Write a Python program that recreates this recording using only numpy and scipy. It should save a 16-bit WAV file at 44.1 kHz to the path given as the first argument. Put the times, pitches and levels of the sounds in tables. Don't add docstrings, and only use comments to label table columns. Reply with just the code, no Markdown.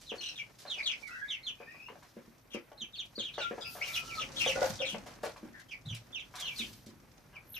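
import sys
import numpy as np
from scipy import signal
from scipy.fft import rfft, irfft, next_fast_len
from scipy.io import wavfile

SR = 44100
rng = np.random.default_rng(int(sys.argv[2]) if len(sys.argv) > 2 else 0)


def to_wav(sig):
    pcm = np.clip(np.atleast_2d(sig), -1, 1) * 32767
    pcm = np.round(pcm).astype(np.int16)
    wavfile.write(sys.argv[1], SR, pcm.T)


N = 334719
TIME = np.arange(N) / SR


def from_db(db):
    return 10 ** (np.asarray(db) / 20)


def unit_rms(x):
    return x / np.sqrt(np.mean(x ** 2) + 1e-20)


def curve(rows):
    return np.interp(TIME, *np.transpose(rows))


def band(x, hz, kind, order=2):
    return signal.sosfilt(signal.butter(order, np.clip(hz, 10, .45 * SR), kind, fs=SR, output="sos"), x)


def drift(rate_hz, size):
    steps = rng.standard_normal(size // 16 + 2)
    return np.sqrt(3 / 2) * np.interp(np.arange(size) * rate_hz / SR, np.arange(len(steps)), steps)


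def panned(x, pan_db):
    return x * from_db([[pan_db / 2], [-pan_db / 2]])


def add(out, start_s, x):
    at = round(start_s * SR)
    out[..., at:at + x.shape[-1]] += x[..., :max(N - at, 0)]


def coloured(x, spectrum):
    hz, db = np.transpose(spectrum)
    size = next_fast_len(N + SR // 2)
    bins_hz = np.fft.rfftfreq(size, 1 / SR)
    gain = from_db(np.interp(np.log(bins_hz + 1), np.log(hz), db, left=-90))
    return irfft(rfft(x, size) * gain, size)[..., :N]


def noise(spectrum, width):
    mid, side = band(coloured(rng.standard_normal((2, N)), spectrum), spectrum[-1][0] * 1.2, "low")
    return unit_rms(mid) + width * unit_rms(side) * [[1], [-1]]


# delay in seconds, relative level in dB, pan in dB.
WALL_ECHOES = [(.0031, -12, 18), (.0058, -5, -22.5), (.0094, -5, 6), (0.0135, -24, -21)]


def coop(x, echo_db, tail_db, width, t60_s=0.17, lag_s_per_db=.00003):
    t = np.arange(SR // 2) / SR
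    envelope = from_db(-60 * t / t60_s) * (1 - np.exp(-t / 0.0036))
    mid, side = band(rng.standard_normal((2, len(t))), 5340, "low") * envelope
    response = (mid + width * side * [[1], [-1]]) / np.sqrt(np.sum(mid ** 2)) * from_db(tail_db)
    for delay_s, db, pan_db in WALL_ECHOES:
        for channel, sign in enumerate([1, -1]):
            at = round((delay_s - sign * pan_db * lag_s_per_db / 2) * SR)
            response[channel, at] += from_db(db + echo_db + sign * pan_db / 2)
    return x + signal.fftconvolve(np.atleast_2d(x), response, axes=1)[:, :N]


# time in seconds, level in dB before gain.
RUMBLE_LEVELS = [(0.0, -68.5), (0.89, -72), (2.75, -71), (4.44, -60), (4.65, -55), (4.9, -64),
                 (5.79, -67.5), (6.38, -66), (6.64, -63.5), (7.59, -67)]
# frequency in Hz, density in dB.
RUMBLE_SPECTRUM = [(20, -30), (42, 4), (70, -4.5), (120, 3), (170, -2.5), (300, -24), (700, -52)]


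def floor_rumble(gain_db=3.5):
    return from_db(curve(RUMBLE_LEVELS) + gain_db + 0.5 * drift(12, N)) * noise(RUMBLE_SPECTRUM, width=0.17)


# time in seconds, level in dB.
SIZZLE_LEVELS = [(7.43, -90), (7.49, -61), (7.52, -59), (7.53, -50), (7.59, -58)]
# frequency in Hz, density in dB.
SIZZLE_SPECTRUM = [(9000, -32), (10500, -10), (11700, 3), (12800, 5), (14000, -19)]


def sizzle():
    envelope = from_db(curve(SIZZLE_LEVELS) + 4.1 * drift(246.6, N)) * (TIME > SIZZLE_LEVELS[0][0])
    return envelope * noise(SIZZLE_SPECTRUM, width=0.11)


# time in seconds, level in dB before gain.
FOOTWORK_LEVELS = [(0.0, -68), (0.63, -65.5), (0.78, -62), (0.93, -65.5), (1.58, -67), (1.82, -66.5),
                   (3.19, -68), (3.63, -60.5), (3.83, -66), (4.12, -57.5), (4.44, -53), (4.65, -48),
                   (4.75, -56), (5.71, -66), (6.32, -64.5), (6.53, -62.5), (6.89, -66.5), (7.59, -65.5)]
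# frequency in Hz, density in dB.
SCUFF_SPECTRUM = [(150, 1), (250, 10), (400, 3), (560, 4), (800, 1), (1500, -2), (2500, -5), (5000, -27.5),
                  (9000, -20)]
CRACK_SPECTRUM = [(300, -12), (700, 3), (1600, -1), (3000, -3), (6000, 3), (14000, -28)]


def footwork(scuff_gain_db=1, crack_gain_db=-2.5, crack_t60_s=0.048):
    feet_db = curve(FOOTWORK_LEVELS)
    scuffs = from_db(feet_db + scuff_gain_db + 2 * drift(90, N)) * noise(SCUFF_SPECTRUM, width=0.56)
    cracks_per_s = 34 * from_db(feet_db + 63)
    onsets = rng.random(N) < cracks_per_s / SR
    sizes = from_db(feet_db + crack_gain_db + 3 * np.clip(rng.standard_normal(N), -2, 2))
    envelope = signal.lfilter([1], [1, -from_db(-60 / (crack_t60_s * SR))], onsets * sizes + 1e-18)
    return scuffs + envelope * noise(CRACK_SPECTRUM, width=0.96)


# time in seconds, level in dB before gain.
RUSTLE_LEVELS = [(0.0, -73.5), (0.19, -69.5), (0.38, -75), (0.59, -79), (0.76, -68), (1.54, -82),
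                 (2.07, -78), (2.54, -88), (3.68, -72.5), (3.87, -56), (4.27, -64.5), (4.59, -59),
                 (4.99, -75.5), (5.62, -82), (6.19, -80), (6.57, -64), (6.89, -81), (7.59, -83)]
# peak time in seconds, half length in seconds, level in dB.
WING_PASSES = [(3.75, 0.093, -53.5), (3.94, 0.084, -52), (4.104, 0.2, -68.5), (4.672, 0.075, -55),
               (6.584, 0.27, -62.5)]
# frequency in Hz, density in dB.
RUSTLE_SPECTRUM = [(1200, -14), (2500, 1.5), (4000, 9.5), (6000, 11), (7500, 2.5), (10000, -3.5),
                   (14000, -9)]
SWISH_SPECTRUM = [(3000, 7), (7000, -4), (11000, 5.5), (14000, 8.5)]


def feathers(rustle_gain_db=7.5, hiss_db=-74.5):
    rustle_db = curve(RUSTLE_LEVELS)
    unevenness = np.interp(rustle_db, [-81, -67], [.3, 1])
    gust_db = unevenness * (2.9 * drift(30, N) + 1.24 * drift(330, N))
    rustle = from_db(rustle_db + rustle_gain_db + gust_db) * noise(RUSTLE_SPECTRUM, width=0.49)
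    wings = sum(from_db(db) * np.maximum(1 - ((TIME - peak_s) / half_s) ** 2, 0)
                for peak_s, half_s, db in WING_PASSES)
    swish = (from_db(hiss_db) + wings) * from_db(gust_db / 2) * noise(SWISH_SPECTRUM, width=0.59)
    return rustle + swish


# start in seconds, level in dB, T60 in seconds.
SCRATCH_STROKES = [(.008, -57.5, .2), (.21, -61, 0.76), (.583, -53, 0.27), (1.067, -55, 0.15),
                   (2.024, -64.5, 0.12), (2.541, -51.5, 0.031), (3.05, -60, 0.059), (4.39, -42.5, 0.41),
                   (4.485, -43.5, 0.17), (4.694, -44, .08), (4.89, -50, 0.28), (5.061, -58, 0.3),
                   (5.228, -48.5, 0.28), (5.36, -64.5, 0.15), (5.594, -56.5, 0.053), (5.943, -49, 0.15),
                   (6.351, -48.5, 0.18), (6.396, -40, 0.06), (6.573, -46.5, 0.42), (6.724, -59, 0.096),
                   (6.858, -58.5, 0.15)]


def scratches(swell_s=0.0066, crunch_db=3.5):
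    force, t = np.zeros(N), np.arange(SR // 2) / SR
    attack = np.minimum(t / swell_s, 1)
    for start_s, db, t60_s in SCRATCH_STROKES:
        add(force, start_s, attack * from_db(db - 60 * np.maximum(t - swell_s, 0) / t60_s))
    hiss = band(rng.standard_normal(N), [3000, 7000], "band", order=1)
    return force * unit_rms(hiss * from_db(-crunch_db * drift(700, N)))


def ring_modes(blows, modes):
    out, t = np.zeros(N), np.arange(SR // 2) / SR
    for start_s, db, contact_s, overtone_db in blows:
        for k, (hz, mode_db, t60_s) in enumerate(modes):
            envelope = np.minimum(t / contact_s, 1) * from_db(-60 * np.maximum(t - contact_s, 0) / t60_s)
            gain = from_db(db + mode_db + overtone_db * (k > 0))
            add(out, start_s, gain * envelope * np.sin(2 * np.pi * hz * t))
    return out


# start in seconds, level in dB, contact in seconds, overtone gain in dB.
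BUMP_BLOWS = [(5.853, -45.5, 0.016, -3.5), (5.908, -39.5, 0.0091, -9)]
# frequency in Hz, gain in dB, T60 in seconds.
BUMP_MODES = [(115, 6.5, 0.24), (150.5, 11, 0.15), (223, -3, 0.23)]


def bumps():
    return ring_modes(BUMP_BLOWS, BUMP_MODES)


# start in seconds, level in dB, centre in Hz, rattle T60 in seconds.
BOARD_KNOCKS = [(0.118, -38, 466, 0.26), (0.651, -47.5, 710, 0.27), (.775, -52, 674, 0.59),
                (1.602, -45.5, 566, 0.23), (1.744, -52, 880, 0.021), (1.885, -50, 1110, 0.054),
                (1.9, -48.5, 497, 0.13), (1.955, -50.5, 724, 0.027), (2.024, -63, 1330, 0.17),
                (2.167, -44, 367, 0.19), (2.276, -51.5, 267, 0.084), (2.546, -36, 381, 0.17),
                (2.716, -46.5, 760, 0.044), (2.812, -49.5, 263, 0.23), (3.179, -39.5, 380, 0.14),
                (3.379, -32.5, 686, 0.064), (3.51, -34.5, 464, 0.13), (3.58, -38.5, 578, 0.076),
                (3.751, -45, 653, 1), (4.461, -31, 684, 0.021), (4.659, -44, 745, .27),
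                (4.699, -40.5, 128, 0.35), (4.93, -39.5, 202, 0.3), (4.944, -37, 614, 0.043),
                (5.061, -46.5, 690, 0.33), (5.233, -32.5, 644, 0.13), (5.262, -37, 620, 0.12),
                (5.361, -50.5, 950, 0.071), (5.429, -42, 320, .4), (6.339, -55.5, 1135, 0.69),
                (6.598, -44.5, 280, 0.75), (6.866, -48.5, 316, 0.53), (7.329, -66.5, 1430, 0.35)]
# frequency in Hz, gain in dB, T60 in seconds.
BOARD_MODES = [(219, 4.5, 0.082), (474, 0.5, 0.071), (567.5, 1.5, 0.082), (676, -8.5, 0.12),
               (883, -3, 0.07), (1114, -2, 0.069), (1326, -16, 0.088)]
# knock centre in Hz, grit gain in dB.
GRIT_BY_PITCH = [(260, -32), (390, -13), (650, -8), (1200, 6.5)]


def knocks(tap_db=-3, ring_db=-2, thud_db=-10, spread_octaves=0.56):
    out, t = np.zeros(N), np.arange(SR // 2) / SR
    for start_s, db, hz, t60_s in BOARD_KNOCKS:
        tap = -2 * np.sin(2 * np.pi * hz * t) * np.exp(-(hz * t - .8) ** 2 / .5)
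        ring = np.zeros(len(t))
        for k, (mode_hz, mode_db, mode_t60_s) in enumerate(BOARD_MODES):
            coupling = (-1) ** k * np.exp(-(np.log2(mode_hz / hz) / spread_octaves) ** 2 / 2)
            ring += coupling * from_db(mode_db - 60 * t / mode_t60_s) * np.sin(2 * np.pi * mode_hz * t)
        thud = unit_rms(band(rng.standard_normal(len(t)), [hz * 0.698, hz * 1.032], "band"))
        grit = band(rng.standard_normal(len(t)), [800, 2000], "band", order=1)
        grit = unit_rms(band(grit, 2400, "low"))
        grit_db = np.interp(hz, *np.transpose(GRIT_BY_PITCH))
        envelope = from_db(-60 * t / t60_s) * (1 - np.exp(-t / 0.00092))
        rattle = envelope * (from_db(thud_db) * thud + from_db(grit_db) * grit)
        add(out, start_s, from_db(db) * (from_db(tap_db) * tap + from_db(ring_db) * ring + rattle))
    return out


# start in seconds, level in dB, contact in seconds, overtone gain in dB.
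TROUGH_STEPS = [(4.208, -46, 0.0071, -4), (4.285, -55.5, 0.091, -23), (4.463, -25.5, 0.0088, -25),
                (4.555, -27.5, 0.0078, -3), (4.615, -21, 0.0065, -5), (4.655, -38.5, 0.031, -4),
                (4.8, -28, 0.011, -24.5)]
# frequency in Hz, gain in dB, T60 in seconds.
PLANK_MODES = [(534.7, 1.5, 0.065), (1442, -4, 0.041), (1980, -11, 0.029)]
# frequency in Hz, density in dB.
CHATTER_SPECTRUM = [(150, -39), (330, -12), (560, 7), (800, 7.5), (1100, -8), (1450, -1), (2000, -14),
                    (4000, -16)]


def trough(chatter_db=-12, chatter_t60_s=.2):
    force, t = np.zeros(N), np.arange(SR // 2) / SR
    for start_s, db, contact_s, overtone_db in TROUGH_STEPS:
        attack = np.minimum(t / contact_s, 1)
        add(force, start_s, attack * from_db(db + overtone_db / 3 - 60 * t / chatter_t60_s))
    chatter = force * from_db(chatter_db + 3.9 * drift(410, N)) * noise(CHATTER_SPECTRUM, width=0.51)
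    return ring_modes(TROUGH_STEPS, PLANK_MODES) + chatter


# time in seconds, level in dB.
WHINE_LEVELS = [(3.386, -56), (3.405, -47), (3.455, -38), (3.51, -62), (3.68, -55.5), (3.8, -59.5),
                (4.16, -48), (4.193, -38.5), (4.234, -83)]


def hen(pitch_hz=1375, sag_hz_per_s=55, drop_s=0.0633, drop_hz_per_s=3300):
    start_s, end_s = WHINE_LEVELS[0][0], WHINE_LEVELS[-1][0]
    t = np.clip(TIME, start_s, end_s) - start_s
    settle_hz = 220 * np.exp(-t / 0.0267)
    drop_hz = drop_hz_per_s * np.maximum(t - (end_s - start_s - drop_s), 0)
    hz = pitch_hz + settle_hz - sag_hz_per_s * t - drop_hz
    phase = 2 * np.pi * np.cumsum(hz * (1 + 0.011 * drift(200, N))) / SR
    sounding = (TIME > start_s) & (TIME < end_s)
    envelope = sounding * from_db(curve(WHINE_LEVELS) + 0.95 * drift(80, N))
    return envelope * (np.sin(phase) + from_db(-36) * np.sin(2 * phase))


def syrinx(swell_s, fade_s, start_hz, loud_hz, end_hz, rough, octave_db=-23, rasp_db=-17):
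    length_s = swell_s + fade_s
    t = np.arange(int(length_s * SR)) / SR
    fall_hz = max(start_hz - loud_hz, 0)
    scoop_hz = 0.8 * fall_hz * np.exp(-t / 0.007)
    hz = np.interp(t, [swell_s * .25, swell_s, length_s], [start_hz, loud_hz, end_hz]) - scoop_hz
    jitter = 0.0985 * rough * drift(700, SR)[:len(t)]
    phase = 2 * np.pi * np.cumsum(hz * (1 + jitter)) / SR
    lead_in = np.interp(fall_hz, [200, 1200], [.65, .24])
    knots_s = [0, swell_s * .15, swell_s * .7, swell_s * .78,
               swell_s + fade_s * .2, swell_s + fade_s * .6, length_s]
    push = np.interp(t, knots_s, [0, lead_in, lead_in * 1.3, 1, 1, .4, 0])
    flutter = from_db(4.5 * np.sqrt(rough) * (drift(300.3, SR)[:len(t)] - 2))
    octave_gain = from_db(octave_db + 2.8 * drift(148, SR)[:len(t)]) * (1 + 3 * rough) * push
    hiss = band(rng.standard_normal(SR), [2400, 7000], "band")[:len(t)]
    rasp = from_db(rasp_db) * rough * hiss * 2 * (1 + np.sin(phase))
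    return push * flutter * (np.sin(phase) + octave_gain * np.sin(2 * phase) + rasp)


# start in seconds, length in seconds, pitch in Hz, glide in Hz per second,
# level in dB, roughness 0-1, pan in dB.
WHIMPER_NOTES = [ (0.179, 0.052, 4250, -9000, -46.5, 0.23, 10),
                 (0.213, 0.136, 3950, 1200, -44.5, 0.47, 5.5),
                 (1.024, 0.081, 2238, -4000, -54.5, 0.11, -14), (1.068, 0.21, 1940, -400, -55, 0.13, 2),
                 (1.075, 0.2, 1543, 1504, -55, 0.68, 5), (1.108, 0.051, 2648, 3300, -50.5, 0.06, 4),
                 (1.214, 0.047, 1666, -200, -46, .07, 3), (1.234, 0.24, 2156, 95, -56, 0.42, -2),
                 (1.571, 0.39, 2500, 299, -56, 0.38, 3), (1.668, 0.099, 1880, 2300, -60.5, 0.12, 0),
                 (1.793, .13, 2675, 3803, -50, 0.19, 3), (3.605, 0.14, 4895, -600, -49.5, 0.19, 10),
                 (3.609, 0.041, 3550, -8000, -41, 0.56, 3.5), (3.645, 0.048, 2658, -1500, -41, 0.29, 0.5),
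                 (3.812, 0.04, 2640, 30000, -34.5, 0.32, 3), (5.53, 0.109, 1817, 1400, -57, 0.9, 7)]


def whimpers(swell_share=.38):
    for start_s, length_s, hz, glide_hz_per_s, db, rough, pan_db in WHIMPER_NOTES:
        swell_s = length_s * swell_share
        fade_s = length_s - swell_s
        start_hz, end_hz = hz - glide_hz_per_s * swell_s, hz + glide_hz_per_s * fade_s
        yield start_s, db, pan_db, syrinx(swell_s, fade_s, start_hz, hz, end_hz, rough)


def trill(start_s=.205, notes_per_s=38, hz=2920, dip_hz=377, peak_db=-35, pan_db=1.2):
    for k in range(5):
        note = syrinx(0.0074, 0.018, hz + dip_hz, hz, hz, rough=0.556, octave_db=-15.5)
        yield start_s + k / notes_per_s, peak_db - 1.5 * (k - 1.4) ** 2, pan_db, note


# start, swell and fade in seconds, pitch at the loudest in Hz,
# level in dB, roughness 0-1, pan in dB.
PEEP_NOTES = [ (0.061, 0.046, 0.019, 2966, -38.5, 0.17, 0.5), (0.352, 0.03, 0.053, 3140, -42, 0.6, 3),
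              (0.387, 0.0074, 0.038, 2407, -43.5, 0.11, 5), (.662, .052, .056, 3410, -36.5, 0.35, -1.5),
              (.765, .023, 0.038, 2527, -36.5, 0.41, 1.5), (0.828, 0.043, 0.041, 3376, -28, 0.37, 5),
              (.893, 0.03, 0.029, 2610, -39, 0.65, -2.5), (1.279, 0.032, 0.062, 3245, -35.5, 0.25, 0.5),
              (1.427, 0.053, 0.036, 3240, -37, 0.26, -0.5), (2.503, 0.026, 0.062, 2890, -43, 0.97, 5.5),
              (2.773, 0.045, 0.039, 3236, -40, 0.25, -1), (2.931, .018, 0.018, 3450, -45.5, 0.18, 3),
              (2.949, 0.051, .03, 3300, -37, 0.2, 0.5), (3.15, 0.051, 0.033, 3447, -36, 0.28, 3),
              (3.189, 0.058, .07, 3480, -38.5, 0.35, 1), (3.329, 0.067, 0.085, 2925, -40.5, 0.81, 2),
              (3.375, 0.049, 0.068, 3703, -40, 0.44, 2.5), (3.859, 0.018, 0.068, 2573, -41, 0.65, 3.5),
              (3.924, 0.04, 0.024, 2840, -30, .85, 2), (4.073, 0.041, 0.042, 2455, -43.5, 0.22, 1.5),
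              (4.141, .072, 0.033, 3064, -33, 0.68, 2.5), (4.36, 0.05, 0.069, 2864, -27.5, 0.87, 5.5),
              (4.452, 0.028, 0.057, 3017, -25, 0.63, 0.5), (4.788, 0.035, 0.0354, 2784, -30.5, 0.42, 4),
              (4.85, 0.023, 0.092, 3450, -33.5, 0.73, 5), (5.683, .038, 0.038, 2624, -43.5, 0.54, -0.5),
              (5.852, 0.045, 0.081, 3210, -42, 0.42, -0.5), (6.124, 0.033, 0.038, 2910, -38.5, 0.14, -4.5),
              (6.174, 0.032, .017, 3150, -42.5, 0.37, -1), (6.38, 0.054, 0.11, 3132, -37.5, 0.29, 1.5),
              (6.444, 0.038, 0.02, 3235, -35, 0.4, -2.5), (6.555, 0.039, 0.073, 3737, -38, 0.19, 3.5),
              (6.588, 0.025, .011, 2470, -39.5, 0.3, 1.5), (7.335, 0.028, 0.023, 2460, -51, 0.12, 2),
              (7.538, 0.027, 0.026, 2887, -40.5, 0.71, 2.5)]


def peeps(rest_hz=1967, fall_share=.68, max_fall_hz_per_s=31000):
    for start_s, swell_s, fade_s, hz, db, rough, pan_db in PEEP_NOTES:
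        fall_hz_per_s = min(fall_share * hz / (swell_s + fade_s), max_fall_hz_per_s)
        start_hz = hz + fall_hz_per_s * swell_s
        end_hz = rest_hz + 0.2174 * (hz - rest_hz)
        yield start_s, db, pan_db, syrinx(swell_s, fade_s, start_hz, hz, end_hz, rough)


# frequency in Hz, gain in dB.
THROAT_RESPONSE = [(900, -1.5), (1500, 13.5), (3000, 1.5), (3600, 3), (4200, 2), (4900, 4), (6200, 6.5),
                   (7200, -2.5), (9000, 3), (14000, 4)]


def chicks(lag_s_per_db=.00002):
    out = np.zeros((2, N))
    for start_s, db, pan_db, call in [*peeps(), *whimpers(), *trill()]:
        left, right = panned(from_db(db) * call, pan_db)
        add(out[0], start_s, left)
        add(out[1], start_s + pan_db * lag_s_per_db, right)
    return coloured(out, THROAT_RESPONSE)


def scene():
    bright = coop(chicks() + hen() + scratches(), echo_db=-7, tail_db=-7, width=0.99)
    wood = coop(knocks() + trough(), echo_db=-12.5, tail_db=-5.5, width=0.45)
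    background = feathers() + footwork() + floor_rumble() + sizzle()
    return background + bumps() + panned(wood, 1.5) + bright


def record(dry):
    return signal.sosfilt(signal.ellip(12, .1, 80, 14250, fs=SR, output="sos"), dry)


dry = scene()
out = record(dry)
to_wav(out)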